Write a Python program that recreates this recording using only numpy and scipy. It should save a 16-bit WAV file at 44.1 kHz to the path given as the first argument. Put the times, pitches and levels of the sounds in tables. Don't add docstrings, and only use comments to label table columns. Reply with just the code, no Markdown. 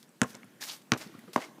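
import sys
import numpy as np
from scipy import signal
from scipy.fft import rfft, irfft
from scipy.io import wavfile
from scipy.ndimage import uniform_filter1d

SR = 44100
rng = np.random.default_rng(int(sys.argv[2]) if len(sys.argv) > 2 else 0)


def persist_wave(psi):
    counts = np.round(np.clip(psi, -1, 1) * 32767).astype(np.int16)
    wavfile.write(sys.argv[1], SR, np.atleast_2d(counts).T)


def gain_from_db(level_db):
    decades = np.asarray(level_db, float) / 20
    return 10 ** decades


N = 70560

# (frequency [Hz], level [dB])
AIR_SPECTRUM = [(24, -17), (60, -30), (95, -25), (125, -6.5), (215, 0), (810, -17.5), (1630, -19),
                (2500, -23.5), (15000, -29.5)]
# (time [s], level [dB])
AIR_LEVEL = [(0, -7), (.9, -5.5), (1.1, -3), (1.6, -4.5)]
# (time [s], level [dB], pitch
# [Hz], T60 [s])
SHORT_TICKS = [(.029, -37, 3380, 0.0037), (0.0283, -41, 5300, .003), (0.0296, -55, 7900, 0.0025),
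               (.092, -48, 8000, .003), (.2265, -34, 2960, 0.015), (.243, -32, 1040, 0.028),
               (.248, -43, 930, 0.016), (.332, -43, 6000, .005), (.346, -47, 3980, .004),
               (0.3495, -36.5, 2200, 0.0063), (.347, -51, 895, 0.0091), (.355, -48, 695, 0.017),
               (.3515, -36, 5140, 0.005), (.3515, -37, 7240, 0.0055), (.3515, -46, 10400, 0.0049),
               (.368, -47, 8000, 0.0051), (.408, -48, 5000, .003), (0.4315, -40.5, 2170, 0.013),
               (.4325, -47, 1750, 0.011), (.432, -41, 1240, 0.013), (.445, -48, 10500, 0.0046),
               (.616, -45, 1840, 0.016), (.627, -36, 1690, 0.018), (0.9222, -28, 4540, 0.0088),
               (0.9218, -25, 2300, 0.0087), (0.9286, -32, 2400, .008), (.9305, -39, 4000, .008),
               (0.94, -45, 2580, .02), (.947, -41, 2500, 0.018), (.9295, -21, 1350, 0.011),
               (.9297, -27, 660, 0.018), (.9335, -15, 1340, 0.0086), (.942, -41, 1510, .015),
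               (.946, -27, 1240, 0.014), (0.9595, -32.5, 1180, 0.024), (1.003, -40, 2190, 0.012),
               (1.02, -45, 2005, 0.025), (1.073, -41, 4370, 0.0059), (1.14, -51.5, 1200, 0.15),
               (1.191, -46, 1900, 0.012), (1.276, -49, 1210, 0.068), (1.406, -40, 1900, 0.024),
               (1.416, -38, 1930, 0.015), (1.44, -44, 2150, 0.052), (1.4215, -36, 2020, 0.023),
               (1.428, -39, 2100, 0.018), (1.431, -42, 620, 0.02), (1.4, -38, 850, 0.026),
               (1.444, -39, 350, 0.018), (1.45, -35, 5300, 0.0029), (1.581, -42.5, 930, 0.022),
               (1.583, -51, 636, 0.021)]
# (start [s], length [s], level [dB], tilt
# [dB/octave], peak as share of length [0-1])
SHORT_SCUFFS = [(0, 0.041, -59, 5.5, 0.01), (0.027, 0.026, -56, 5.5, 0.06), (0.213, 0.0027, -54, -6, 0.8),
                (0.916, 0.0034, -47, 1, 0.76), (0.233, 0.15, -53, 5, 0.5), (0.343, 0.045, -47, -2, 0.08),
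                (0.812, 0.035, -59, 2.5, 0.14), (0.973, 0.077, -45.5, 6, 0), (0.995, 0.07, -42, 0.5, 0.35),
                (1.065, 0.028, -68, -11, 1), (1.13, 0.014, -87, -4, .3), (1.187, 0.015, -53.5, 13, 0.54),
                (1.331, 0.051, -43, 4, 0.04), (1.353, 0.08, -46.5, 0.5, 1), (1.381, 0.12, -46, -0.5, 0.53)]
# (frequency [Hz], level [dB])
SCUFF_SPECTRUM = [(180, -17), (300, 0.5), (1190, -5), (2100, -6.5), (2440, -8.5), (5430, -10.5),
                  (14200, -25), (16000, -28)]
# (time [s], level [dB], pitch [Hz], T60 [s])
FOOTFALLS = [(0.301, -43.5, 246, 0.07), (0.344, -37, 238, 0.026), (0.437, -44.5, 198.5, 0.084),
             (.608, -44.5, 257, 0.043), (1.009, -48, 220, 0.079), (1.061, -37.5, 204, 0.081),
             (1.093, -44.5, 330, 0.072), (1.146, -33, 252, 0.037), (1.18, -42.5, 231, 0.071),
             (1.236, -39.5, 230, 0.046), (1.275, -42, 189, 0.081), (1.279, -45, 473, 0.078),
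             (1.288, -43, 365, 0.078), (1.292, -52, 200, 0.043), (1.386, -34, 260, .05),
             (1.331, -36, 400, 0.014), (1.427, -67, 403, 0.041), (1.581, -39.5, 298, 0.035),
             (0.439, -50, 113, 0.11), (1.148, -45, 113, 0.081)]
# (time [s], level [dB], grit band centre [Hz], grit band share [dB])
SOLE_DRAG = [
    (0.603, -67, 4480, -24),
    (0.61, -45.5, 5070, -2),
    (0.639, -41, 4650, -4),
    (.664, -46, 6130, -33),
    (0.701, -41, 3780, 13),
    (0.743, -47.5, 5300, -11),
    (0.764, -52.5, 4140, -25),
    (.81, -69, 3420, -1),
]
# (frequency [Hz], level [dB])
DRAG_SPECTRUM = [(88, -48), (150, -29), (457, -12), (1080, -7.5), (1420, -10), (5150, -7.5), (13700, -13),
                 (15100, -14), (16000, -45)]
# (frequency [Hz], T60 [s])
SCATTER_DECAY = [(100, 0.091), (300, 0.27), (1000, 0.13), (3000, 0.25), (8000, 0.063), (15000, 0.33)]
# (delay [s], level [dB], smear [s])
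SINGLE_ECHOES = [(.0095, -32.5, .002), (0.0174, -17.5, 0.0031), (.0225, -27.5, .002), (.029, -38, .003)]
# (time [s], body [dB], crack [dB], rattle [dB], lowest frequency [Hz])
BALL_BLOWS = [
    (0.2168, -19, -28.5, -25, 60),
    (0.9198, -20.5, -32, -22, 50),
    (1.3606, -14.5, -34.5, -30.5, 130),
]
# (dip [dB], skin ring [dB], skin ring [Hz], ground copy [dB], dip width [s])
BLOW_SNAPS = [
    (-3.5, -21, 7000, -2, .000043),
    (-2.5, -11, 6000, -40, .000065),
    (-28, -40, 4700, -10, .00006),
]
# (frequency [Hz], level [dB], T60 [s])
FIRST_BOUNCE_MODES = [(140, -5.5, 0.075), (207.3, 5, 0.048), (245, -2, 0.09), (357, -14, 0.063),
                      (550, -13.5, 0.03), (720, -11, 0.034), (1065, -10, 0.13), (1363, 10.5, 0.0088),
                      (2910, -15, 0.037), (2490, -0.5, 0.0086)]
# (frequency [Hz], level [dB], T60 [s])
SECOND_BOUNCE_MODES = [(140.1, 1, 0.067), (217.6, 5.5, 0.04), (245.3, -8.5, 0.12), (311.4, -5.5, 0.1),
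                       (413, -9.5, 0.073), (640, -11, 0.017), (1123, -1, 0.049), (1328, 4.5, 0.016),
                       (1850, 1.5, 0.012), (2790, -13, 0.014)]
# (frequency [Hz], level [dB], T60 [s])
CATCH_MODES = [(254, 2.5, 0.025), (350, -3, .018), (474, -7, .014), (597, -7.5, .015), (756, -15.5, .012),
               (1116, 1.5, 0.011), (1440, -3, 0.027), (1900, -5, 0.0044), (2090, -18.5, 0.012)]
# (frequency [Hz], level [dB])
CRACK_SPECTRUM = [(300, -14), (1500, -3), (4000, -4), (6500, 0), (9000, -8), (13000, -13), (16000, -16)]
# (frequency [Hz], level [dB])
RATTLE_SPECTRUM = [(150, -3.5), (400, 7.5), (1100, -1.5), (2200, -13), (5000, -33), (9000, -34.5),
                   (16000, -34)]

SHELL_HZ = 650
SNAP_S = 0.00004


def evened(x):
    return x / np.sqrt(np.mean(x ** 2) + 1e-20)


def noise(count):
    return rng.standard_normal(count)


def read(points, hz):
    f, value = np.transpose(points)
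    return np.interp(np.log(hz + 1), np.log(f + 1), value)


def colour(x, points, tilt_db=0):
    hz = np.fft.rfftfreq(len(x), 1 / SR)
    gain_db = read(points, hz) + tilt_db * np.log2((hz + 100) / 2000)
    return evened(irfft(rfft(x) * gain_from_db(gain_db), len(x)))


def add(mix, s, sound):
    part = mix[round(s * SR):][:len(sound)]
    part += sound[:len(part)]


def resonate(x, hz, width):
    turn = np.exp(2j * np.pi * np.cumsum(hz * np.ones(len(x))) / SR)
    r = np.exp(-np.pi * width / SR)
    return 2 * (turn * signal.lfilter([1 - r], [1, -r], x / turn + 1e-18)).real


def high_pass(x, order, hz):
    return signal.sosfilt(signal.butter(order, hz, "high", fs=SR, output="sos"), x)


def grit(count, spread_db=4.0):
    return noise(count) * gain_from_db(spread_db * np.minimum(rng.exponential(1, count), 4))


def air():
    frames = N // 128 + 6
    a, b, patches = rng.standard_normal((frames, 257, 3)).T
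    patches = uniform_filter1d(patches, 5, 0)
    patches = evened(uniform_filter1d(patches, 12, 1))
    z = (a + 1j * b) * gain_from_db(1.8 * patches)
    sound = signal.istft(z, nperseg=512, noverlap=384)[1][:N]
    swell_db = np.interp(np.arange(N) / SR, *np.transpose(AIR_LEVEL))
    return gain_from_db(-54.5 + swell_db) * colour(sound, AIR_SPECTRUM)


def ticks():
    out, t = np.zeros(N), np.arange(2500) / SR
    for s, db, hz, t60 in SHORT_TICKS:
        width = 0.5 * hz
        edge = evened(resonate(resonate(noise(2500), hz, width), hz, width))
        ring = 0.88 * np.sin(2 * np.pi * hz * t) + 0.57 * edge
        add(out, s, gain_from_db(db - 60 * t / t60) * np.tanh(0.73 * t * hz) * ring)
    return out


def scuffs():
    out, t = np.zeros(N), np.arange(6000) / SR
    for s, length, db, tilt_db, peak in SHORT_SCUFFS:
        u, peak = t / length, np.clip(peak, 0.03, 0.9)
        fade = gain_from_db(-18 * ((u - peak) / (1 - peak)) ** 0.76)
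        shape = np.where(u < peak, u / peak, fade)
        add(out, s, gain_from_db(db) * shape * colour(grit(6000), SCUFF_SPECTRUM, tilt_db))
    return out


def footfalls():
    out, t = np.zeros(N), np.arange(6000) / SR
    for s, db, hz, t60 in FOOTFALLS:
        thud = np.sin(2 * np.pi * hz * t) + 0.19 * evened(resonate(noise(6000), 330, 430))
        add(out, s, gain_from_db(db - 60 * t / t60) * np.tanh((t / 0.0026) ** 2) * thud)
    return out


def feet():
    return high_pass(scuffs() + footfalls(), 2, 110)


def drag():
    t = np.arange(N) / SR
    s, db, hz, share_db = np.transpose(SOLE_DRAG)
    stutter = gain_from_db(1.1 * evened(uniform_filter1d(noise(N), 150)))
    slips = grit(N, 3.3) * stutter
    centre, width_hz = np.interp(t, s, hz), 3800
    band = evened(resonate(resonate(slips, centre, width_hz), centre, width_hz))
    share = gain_from_db(np.interp(t, s, share_db))
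    level = gain_from_db(np.interp(t, s, db, -140, -140)) / np.sqrt(1 + share ** 2)
    scrape = level * (colour(slips, DRAG_SPECTRUM) + share * band)
    squeak = evened(resonate(noise(N), 1750, 200)) * np.exp(-((t - 0.622) / 0.017) ** 2)
    return scrape + gain_from_db(-51) * squeak


def scatter():
    near_db, far_db, far_stretch = -35, -22.5, 8.8
    taps = np.zeros(SR // 2)
    at = np.arange(100, len(taps) - 20, 20)
    taps[at + rng.integers(0, 20, len(at))] = rng.choice([-1., 1.], len(at))
    hz, t, z = signal.stft(taps, SR, nperseg=256)
    fall_db = -60 * t / read(SCATTER_DECAY, hz)[:, None]
    tail = np.zeros(len(taps))
    for db, stretch in ((near_db, 1), (far_db, far_stretch)):
        part = signal.istft(z * gain_from_db(fall_db / stretch), SR, nperseg=256)[1][:len(taps)]
        tail += gain_from_db(db) * part / np.linalg.norm(part)
    tail[:100] = 0
    return tail


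def court(x):
    wall_s, wall_db, wall_dull = 0.0162, -14, 0.25
    path = scatter()
    path[0] = 1
    add(path, wall_s, gain_from_db(wall_db) * (1 - wall_dull) * wall_dull ** np.arange(20))
    lag = np.arange(400) / SR
    for s, db, smear_s in SINGLE_ECHOES:
        blur = noise(400) * np.exp(-lag / smear_s)
        add(path, s, gain_from_db(db) * blur / np.linalg.norm(blur))
    return signal.fftconvolve(x, path)[:N]


def shell(t, modes, sign):
    low_lag_s, swing_cycles = 0.00096, 0.28
    body = np.zeros(len(t))
    for hz, db, t60 in modes:
        late = np.maximum(t - 2 * SNAP_S - low_lag_s * (hz < 500), 0)
        level = (sign if hz > SHELL_HZ else 1) * gain_from_db(db - 60 * t / t60)
        body += level * np.tanh(late * hz / swing_cycles) * np.sin(2 * np.pi * hz * late)
    return body


def pressure_dip(t, ground_db, width_s):
    dip = np.zeros(len(t))
    for lag_s, db in ((0, 0), (0.00012, ground_db)):
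        dip -= gain_from_db(db) * np.exp(-((t - 2 * SNAP_S - lag_s) / width_s) ** 2)
    return dip


def skin_ring(t, hz):
    rise = np.tanh((t / SNAP_S / 2) ** 2)
    return -gain_from_db(-60 * t / 0.003) * rise * np.cos(2 * np.pi * hz * (t - 2 * SNAP_S))


def contact_crack(t):
    return colour(noise(len(t)), CRACK_SPECTRUM) * np.tanh(t / 0.0005) * gain_from_db(-60 * t / 0.016)


def dense_rattle(t):
    rise_s, t60 = 0.012, 0.096
    lumps = gain_from_db(4.23 * evened(uniform_filter1d(noise(len(t)), 120)))
    return colour(noise(len(t)), RATTLE_SPECTRUM) * lumps * np.tanh(t / rise_s) * gain_from_db(-60 * t / t60)


def blow(modes, hit, snap, sign):
    body_db, crack_db, rattle_db, low_hz = hit
    dip_db, ring_db, ring_hz, ground_db, dip_s = snap
    t = np.arange(SR // 4) / SR
    sound = gain_from_db(body_db) * shell(t, modes, sign)
    sound += gain_from_db(dip_db) * pressure_dip(t, ground_db, dip_s)
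    sound += gain_from_db(ring_db) * skin_ring(t, ring_hz)
    sound += gain_from_db(crack_db) * contact_crack(t)
    sound += gain_from_db(rattle_db) * dense_rattle(t)
    return high_pass(sound, 2, low_hz)


def ball():
    out = np.zeros(N)
    for (s, *hit), snap, modes in zip(BALL_BLOWS, BLOW_SNAPS, (FIRST_BOUNCE_MODES, SECOND_BOUNCE_MODES)):
        add(out, s, blow(modes, hit, snap, 0.81))
    s, *hit = BALL_BLOWS[2]
    for lag_s in (0, 0.00104):
        modes = [m for m in CATCH_MODES if m[0] > SHELL_HZ or lag_s == 0]
        add(out, s + lag_s, blow(modes, hit, BLOW_SNAPS[2], -1.07))
    return out


def scene():
    return (court(ball()) + drag() + feet() + ticks() + air())[None]


def top_cut(x):
    return signal.sosfilt(signal.butter(12, 16520, fs=SR, output="sos"), x)


def record(dry):
    x = high_pass(dry, 3, 85)
    low_pass = signal.firwin(101, 15400, window=("kaiser", 4), fs=SR)
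    mix = signal.oaconvolve(x, low_pass[None], "same") + gain_from_db(-32) * x
    return top_cut(mix)


dry = scene()
out = record(dry)
persist_wave(out)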